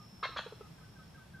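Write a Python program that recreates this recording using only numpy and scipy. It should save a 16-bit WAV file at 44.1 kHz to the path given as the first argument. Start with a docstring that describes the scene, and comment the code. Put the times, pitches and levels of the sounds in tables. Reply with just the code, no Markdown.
"""A forest hums with a low rumble, a faint hiss and far insects, while a cricket trills with its wings.
Far birds whistle from the start, and a few soft thuds come and go. Early on, a fowl-like bird on the
ground forces two harsh squawks from its voice box, with one cluck between them. The cricket stops,
and three more soft, low clucks follow. Toward the end the whistles grow louder and the insect chorus
fades. Trunks and leaves scatter every bird call into echoes."""
import sys
import numpy as np
from scipy import signal
from scipy.fft import rfft, irfft
from scipy.io import wavfile

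SR = 44100
rng = np.random.default_rng(int(sys.argv[2]) if len(sys.argv) > 2 else 0)


def to_wav(s):
    """Save 16-bit WAV."""
    ch = np.atleast_2d(s).T  # columns
    pcm = np.round(np.clip(ch, -1, 1) * 32767)  # PCM
    wavfile.write(sys.argv[1], SR, pcm.astype(np.int16))


N = 61739
T = np.arange(N) / SR
CUTOFF_HZ = 15100


def from_db(db):
    """Turn decibels into a number to multiply by."""
    return 10 ** (np.asarray(db) / 20)


def unit_power(x):
    """Scale a sound to an average power of 1."""
    return x / np.sqrt(np.mean(x ** 2) + 1e-20)


def over_time(rows):
    """Join rows that start with a time into one curve for each other column."""
    times, *columns = np.transpose(rows)
    return [np.interp(T, times, column) for column in columns]


def at_hz(points, hz):
    """Read between a table's frequencies, with octaves evenly spaced."""
    frequencies, values = np.transpose(points)
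    return np.interp(np.log(np.maximum(hz, 1)), np.log(frequencies), values)


def coloured(x, colour):
    """Turn each frequency up or down by a table of decibels."""
    return irfft(rfft(x) * from_db(at_hz(colour, np.fft.rfftfreq(N, 1 / SR))), N)


def drift(rate_hz):
    """A smooth random wobble, about 1 in size."""
    smoothing = 1 + (np.fft.rfftfreq(N, 1 / SR) / rate_hz) ** 2
    return unit_power(irfft(rfft(rng.standard_normal(N)) / smoothing, N))


def fade(start_s, end_s, rise_s, fall_s):
    """A rounded fade in and fade out."""
    fade_in = np.sin(np.pi / 2 * np.clip((T - start_s) / rise_s, 0, 1))
    fade_out = np.sin(np.pi / 2 * np.clip((end_s - T) / fall_s, 0, 1))
    return fade_in * fade_out


def phase_of(hz):
    """Add up a moving pitch into the angle of its wave."""
    return 2 * np.pi * np.cumsum(hz) / SR


def stereo_noise(likeness):
    """White noise for two ears: likeness 1 is the same in both, 0 is unrelated."""
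    alike = np.clip(at_hz(likeness, np.fft.rfftfreq(N, 1 / SR)), -.99, .99)
    mid, side = rfft(rng.standard_normal((2, N)))
    return irfft(np.sqrt((1 + alike) / 2) * mid + np.sqrt((1 - alike) / 2) * side * [[1], [-1]], N)


# how alike the background is in both ears: frequency_hz, likeness
BACKGROUND_LIKENESS = [(40, 0.82), (150, 0.99), (400, 0.4), (1000, 0.34), (3000, 0.26), (5500, 0.15),
                       (8000, -0.11), (13000, -0.2)]
def background_noise(colour):
    """Coloured noise with its bass in the middle and its treble spread wide."""
    return unit_power(coloured(stereo_noise(BACKGROUND_LIKENESS), colour))


# the rumble's colour: frequency_hz, gain_db
RUMBLE_COLOUR = [(15, -30), (30, -14.5), (60, -4.5), (110, -1), (170, -1.5), (240, -9.5), (330, -16),
                 (600, -28), (1500, -66)]
def rumble():
    """Low noise whose level flutters."""
    level_db = -56.5 + 1.35 * drift(rate_hz=22)
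    return from_db(level_db) * background_noise(RUMBLE_COLOUR)


# the hiss's colour: frequency_hz, gain_db
HISS_COLOUR = [(300, -2), (600, -0.5), (1200, -3), (1900, -8), (2600, -9), (3800, -10.5), (4800, -12.5),
               (6300, -16), (9000, -17), (12500, -18.5), (15000, -24.5)]
# its loudness: time_s, level_db
HISS_LOUDNESS = [(0, -62.5), (.18, -62), (.6, -61), (.76, -61), (.83, -61.5), (.92, -62.5), (1.12, -62),
                 (1.25, -61.5), (1.4, -63.5)]
def hiss():
    """The faint, nearly steady hiss of the forest."""
    level_db, = over_time(HISS_LOUDNESS)
    return from_db(level_db) * background_noise(HISS_COLOUR)


def cricket(pitch_hz=5365, strokes_per_s=61.2, stroke_db=6.5, level_db=-66, stop_s=.375):
    """Wing strokes pulse a high, wavering tone, then stop."""
    strokes = from_db(stroke_db * np.cos(2 * np.pi * strokes_per_s * T))
    hz = pitch_hz * (1 + 0.006 * drift(rate_hz=190))
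    trill = unit_power(strokes * np.sin(phase_of(hz)))
    return from_db(level_db) * trill * fade(-1, stop_s, rise_s=.5, fall_s=0.013)


# the chorus's colour: frequency_hz, gain_db
CHORUS_COLOUR = [(4600, -18), (5100, -10), (5350, 2.5), (5550, -2), (5900, -24)]
# its loudness: time_s, level_db
CHORUS_LOUDNESS = [(0, -66.5), (.4, -70.5), (.8, -69), (1.1, -70), (1.26, -77.5), (1.4, -76)]
def insect_chorus():
    """Many far insects blur into one high band of noise that fades."""
    level_db, = over_time(CHORUS_LOUDNESS)
    return from_db(level_db) * background_noise(CHORUS_COLOUR)


def thin_insect(pitch_hz=3304, level_db=-82.5):
    """A faint, wavering insect tone, lower than the cricket."""
    hz = pitch_hz * (1 + 0.01434 * drift(rate_hz=154))
    return from_db(level_db) * unit_power(np.sin(phase_of(hz)))


# far whistles and their longer, softer echoes: start_s, length_s, pitch_hz, level_db
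WHISTLE_NOTES = [(-.02, 0.088, 1216, -59.5), (0.31, 0.0733, 1236, -56.5), (0.623, 0.082, 1245, -62.5),
                 (0.774, 0.027, 1564, -61), (0.805, 0.029, 1266, -60), (0.813, 0.077, 1520, -67.5),
                 (0.952, 0.04, 1560, -59), (0.984, 0.038, 1268, -58), (0.99, 0.07, 1524, -65.5),
                 (1.14, 0.032, 1579, -55), (1.172, 0.03, 1250, -58.5), (1.18, 0.073, 1538, -61.5),
                 (1.335, 0.043, 1553, -51.5), (1.381, 0.038, 1232, -63.5), (1.375, .07, 1522, -55.5)]
def whistle(start_s, length_s, pitch_hz, level_db, fall_hz=112.9, settle_s=.012):
    """A far bird's pure note swells, slides down onto its pitch and fades."""
    slide = np.exp(-np.maximum(T - start_s, 0) / settle_s) - np.exp(-length_s / 2 / settle_s)
    loudness = fade(start_s, start_s + length_s, rise_s=0.024, fall_s=0.78 * length_s)
    return np.sqrt(2) * from_db(level_db) * np.sin(phase_of(pitch_hz + fall_hz * slide)) * loudness


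# soft thuds amid the rumble: start_s, pitch_hz, level_db
SOFT_THUDS = [(.126, 190, -50.5), (.35, 83, -51.5), (0.551, 128, -51.5), (1.345, 142, -52.5)]
def thud(start_s, pitch_hz, level_db, length_s=.028):
    """A few dull, low waves that swell and die."""
    loudness = fade(start_s, start_s + length_s, rise_s=length_s / 4, fall_s=length_s)
    return np.sqrt(2) * from_db(level_db) * np.sin(2 * np.pi * pitch_hz * (T - start_s)) * loudness


SQUAWK_RISE_S, SQUAWK_FALL_S, VOICE_WOBBLE_HZ = 0.0052, 0.0048, 540

# the puff's colour: frequency_hz, gain_db
PUFF_COLOUR = [(300, -3.5), (550, 15), (900, -3), (1400, 14), (2000, 2.5), (2700, -22), (3400, -8),
               (4300, -13), (5500, -27)]
def puff(start_s, length_s=0.0072, gain_db=-39.5):
    """A rough burst as the bird's voice box opens for a squawk."""
    burst = unit_power(coloured(rng.standard_normal(N), PUFF_COLOUR))
    loudness = fade(start_s - SQUAWK_RISE_S / 2, start_s + length_s, SQUAWK_RISE_S, length_s / 2)
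    return from_db(gain_db) * burst * loudness


def overtones(hz, multiples, throat, loudness):
    """Tones at multiples of a pitch, out of step, each made louder or softer by the throat."""
    sounding, tones = loudness > 0, np.zeros(N)
    tone_hz = np.outer(multiples, hz[sounding])
    phase = np.outer(multiples, phase_of(hz)[sounding]) + rng.uniform(0, 2 * np.pi, (len(multiples), 1))
    gains = from_db(at_hz(throat, tone_hz)) * (tone_hz < CUTOFF_HZ)
    tones[sounding] = np.sum(gains * np.sin(phase), axis=0)
    return tones * loudness


def rasp(hz, throat, loudness):
    """Breath noise that pulses with each wave of the voice."""
    breath = rng.standard_normal(N) * (1 + np.sin(phase_of(hz)))
    return unit_power(coloured(breath, throat)) * loudness


# one list per squawk: time_s, pitch_hz, base_tone_db, overtones_db, rasp_db (relative to the overtones)
SQUAWK_CURVES = [
    [(.2295, 1109, -29.5, -55, -12), (.231, 1150, -29.5, -45, -26), (.2335, 1402, -37, -45, -14),
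     (.2358, 1252, -32, -46.5, -19), (.2375, 1068, -36.5, -39.5, -11), (.2452, 1060, -32, -42, -24),
     (.2472, 1092, -41, -52, -8), (.2492, 1715, -42, -41, -8), (.2515, 1595, -34.5, -41.5, -10),
     (.2535, 1085, -41.5, -40, -19), (.255, 625, -35.5, -45, -18), (.258, 530, -43.5, -51, -13)],
    [(.3632, 959.5, -42, -57, -13), (.366, 1107, -40, -51.5, -10), (.371, 1253, -42, -44, 0.5),
     (.3755, 1675, -51, -42, -7), (.3805, 1686, -59, -38, -14.5), (.384, 1666, -46, -37.5, -14.5),
     (.3862, 1646, -53.5, -41.5, -8), (.3895, 1200, -35, -42.5, -7), (.3915, 608, -41, -45.5, -4),
     (.395, 520, -40.5, -49, -7)],
]
# how throat and beak colour the sound, one list per squawk: frequency_hz, gain_db
THROAT_COLOURS = [
    [(500, -14), (1100, -2), (1450, 3), (1660, 9.5), (1900, 3.5), (2130, 1.5), (2450, -12.5), (2700, -1.5),
     (3000, -14.5), (3210, -1), (3420, -10), (3700, 0), (4000, -4), (4300, -6.5), (4680, -8), (5000, -27),
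     (5700, -13.5), (6100, -27.5), (7300, -32.5), (8200, -37)],
    [(500, -12), (1100, 4), (1450, 1), (1700, 9.5), (2050, -7), (2600, -5.5), (2950, -11.5), (3370, -.5),
     (3650, -9.5), (4020, -0.5), (4280, -3), (4550, -10), (4800, -24.5), (5200, -29.5), (6100, -19),
     (6700, -25), (8200, -34.5)],
]
def squawk(curve, throat, half_tones_db=-11, band_hz=(414, 6300)):
    """After a puff, the voice box's shaky, raspy tone leaps up, breaks and drops low."""
    hz, base_tone_db, overtones_db, rasp_db = over_time(curve)
    start_s, end_s = curve[0][0], curve[-1][0]
    hz = hz * (1 + 0.027 * drift(VOICE_WOBBLE_HZ))
    loudness = fade(start_s - SQUAWK_RISE_S / 2, end_s + SQUAWK_FALL_S / 2, SQUAWK_RISE_S, SQUAWK_FALL_S)
    loudness *= from_db(1.82 * drift(VOICE_WOBBLE_HZ))
    multiples = np.arange(2, 14)
    upper = overtones(hz, multiples, throat, loudness)
    # tones halfway between the overtones make the voice harsh
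    upper += from_db(half_tones_db) * overtones(hz, multiples - .5, throat, loudness)
    upper += from_db(rasp_db) * rasp(hz, throat, loudness)
    base_tone = np.sin(phase_of(hz)) * loudness
    voice = np.sqrt(2) * (from_db(base_tone_db) * base_tone + from_db(overtones_db) * upper)
    keep_middle = signal.butter(2, band_hz, "band", fs=SR, output="sos")
    return signal.sosfilt(keep_middle, voice + puff(start_s))


# the clucks: start_s, length_s, pitch_hz, base_tone_db, overtones_db
CLUCK_NOTES = [(0.291, 0.011, 461, -46, -58), (0.462, .018, 455, -41.5, -43.5),
               (0.522, .018, 444.8, -43.5, -50.5), (0.6078, .017, 427.8, -44.5, -45.5)]
# how the closed beak colours them: frequency_hz, gain_db
BEAK_COLOUR = [(450, -20), (900, -12), (1270, -5), (1800, -45), (2600, -25.5), (5000, -62)]
def cluck(start_s, length_s, pitch_hz, base_tone_db, overtones_db, sag_hz_per_s=2600, rasp_db=-14):
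    """A few waves of a low, sagging, slightly raspy tone through the closed beak."""
    hz = pitch_hz - sag_hz_per_s * (np.clip(T - start_s, 0, length_s) - length_s / 2)
    hz *= 1 + .012 * drift(VOICE_WOBBLE_HZ)
    loudness = fade(start_s, start_s + length_s, rise_s=0.0027, fall_s=0.018)
    upper = overtones(hz, np.arange(2, 10), BEAK_COLOUR, loudness)
    upper += from_db(rasp_db) * rasp(hz, BEAK_COLOUR, loudness)
    base_tone = np.sin(phase_of(hz)) * loudness
    return np.sqrt(2) * (from_db(base_tone_db) * base_tone + from_db(overtones_db) * upper)


# how alike the echoes are in both ears: frequency_hz, likeness
ECHO_LIKENESS = [(500, 0.94), (1300, .93), (4000, 0.76), (8000, 0.13)]
def scatter(x, colour, ring_s, delay_s=0.003, build_s=0.0047):
    """Countless small echoes off trunks and leaves build up, dying by 60 dB in ring_s."""
    age_s = np.maximum(T - delay_s, 0)
    echoes = stereo_noise(ECHO_LIKENESS) * (1 - np.exp(-age_s / build_s)) * from_db(-60 * age_s / ring_s)
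    return signal.fftconvolve(coloured(x, colour)[None], unit_power(echoes) / np.sqrt(N), axes=1)[:, :N]


# echoes from near and far trees: frequency_hz, gain_db (relative to the sound sent in)
NEAR_TREES = [(450, -13), (1050, -10), (1600, -5.5), (2200, -8), (4000, -4.5), (7000, -6)]
FAR_TREES = [(450, -20.5), (800, -6.5), (1000, -10.5), (1350, -9), (1700, -7), (2150, -8.5), (2700, 2.5),
             (3300, -5.5), (4020, 2), (4300, -2), (4700, -4.5), (7000, 2)]
def forest_echoes(fowl, far_birds):
    """Near trees echo the fowl briefly; far trees echo all the birds for longer."""
    near = scatter(fowl, NEAR_TREES, ring_s=0.064)
    return near + scatter(fowl + from_db(-2) * far_birds, FAR_TREES, ring_s=0.44)


def scene():
    """Birds and their echoes over insects, rumble, hiss and thuds."""
    fowl = sum(squawk(curve, throat) for curve, throat in zip(SQUAWK_CURVES, THROAT_COLOURS))
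    fowl += sum(cluck(*row) for row in CLUCK_NOTES)
    far_birds = sum(whistle(*row) for row in WHISTLE_NOTES)
    echoes = forest_echoes(fowl, far_birds)
    insects = cricket() + insect_chorus() + thin_insect()
    thuds = sum(thud(*row) for row in SOFT_THUDS)
    return fowl + far_birds + echoes + insects + rumble() + hiss() + thuds


def record(dry):
    """Cut the highest treble away steeply."""
    return signal.sosfilt(signal.ellip(12, .1, 70, CUTOFF_HZ, fs=SR, output="sos"), dry)


dry = scene()
out = record(dry)
to_wav(out)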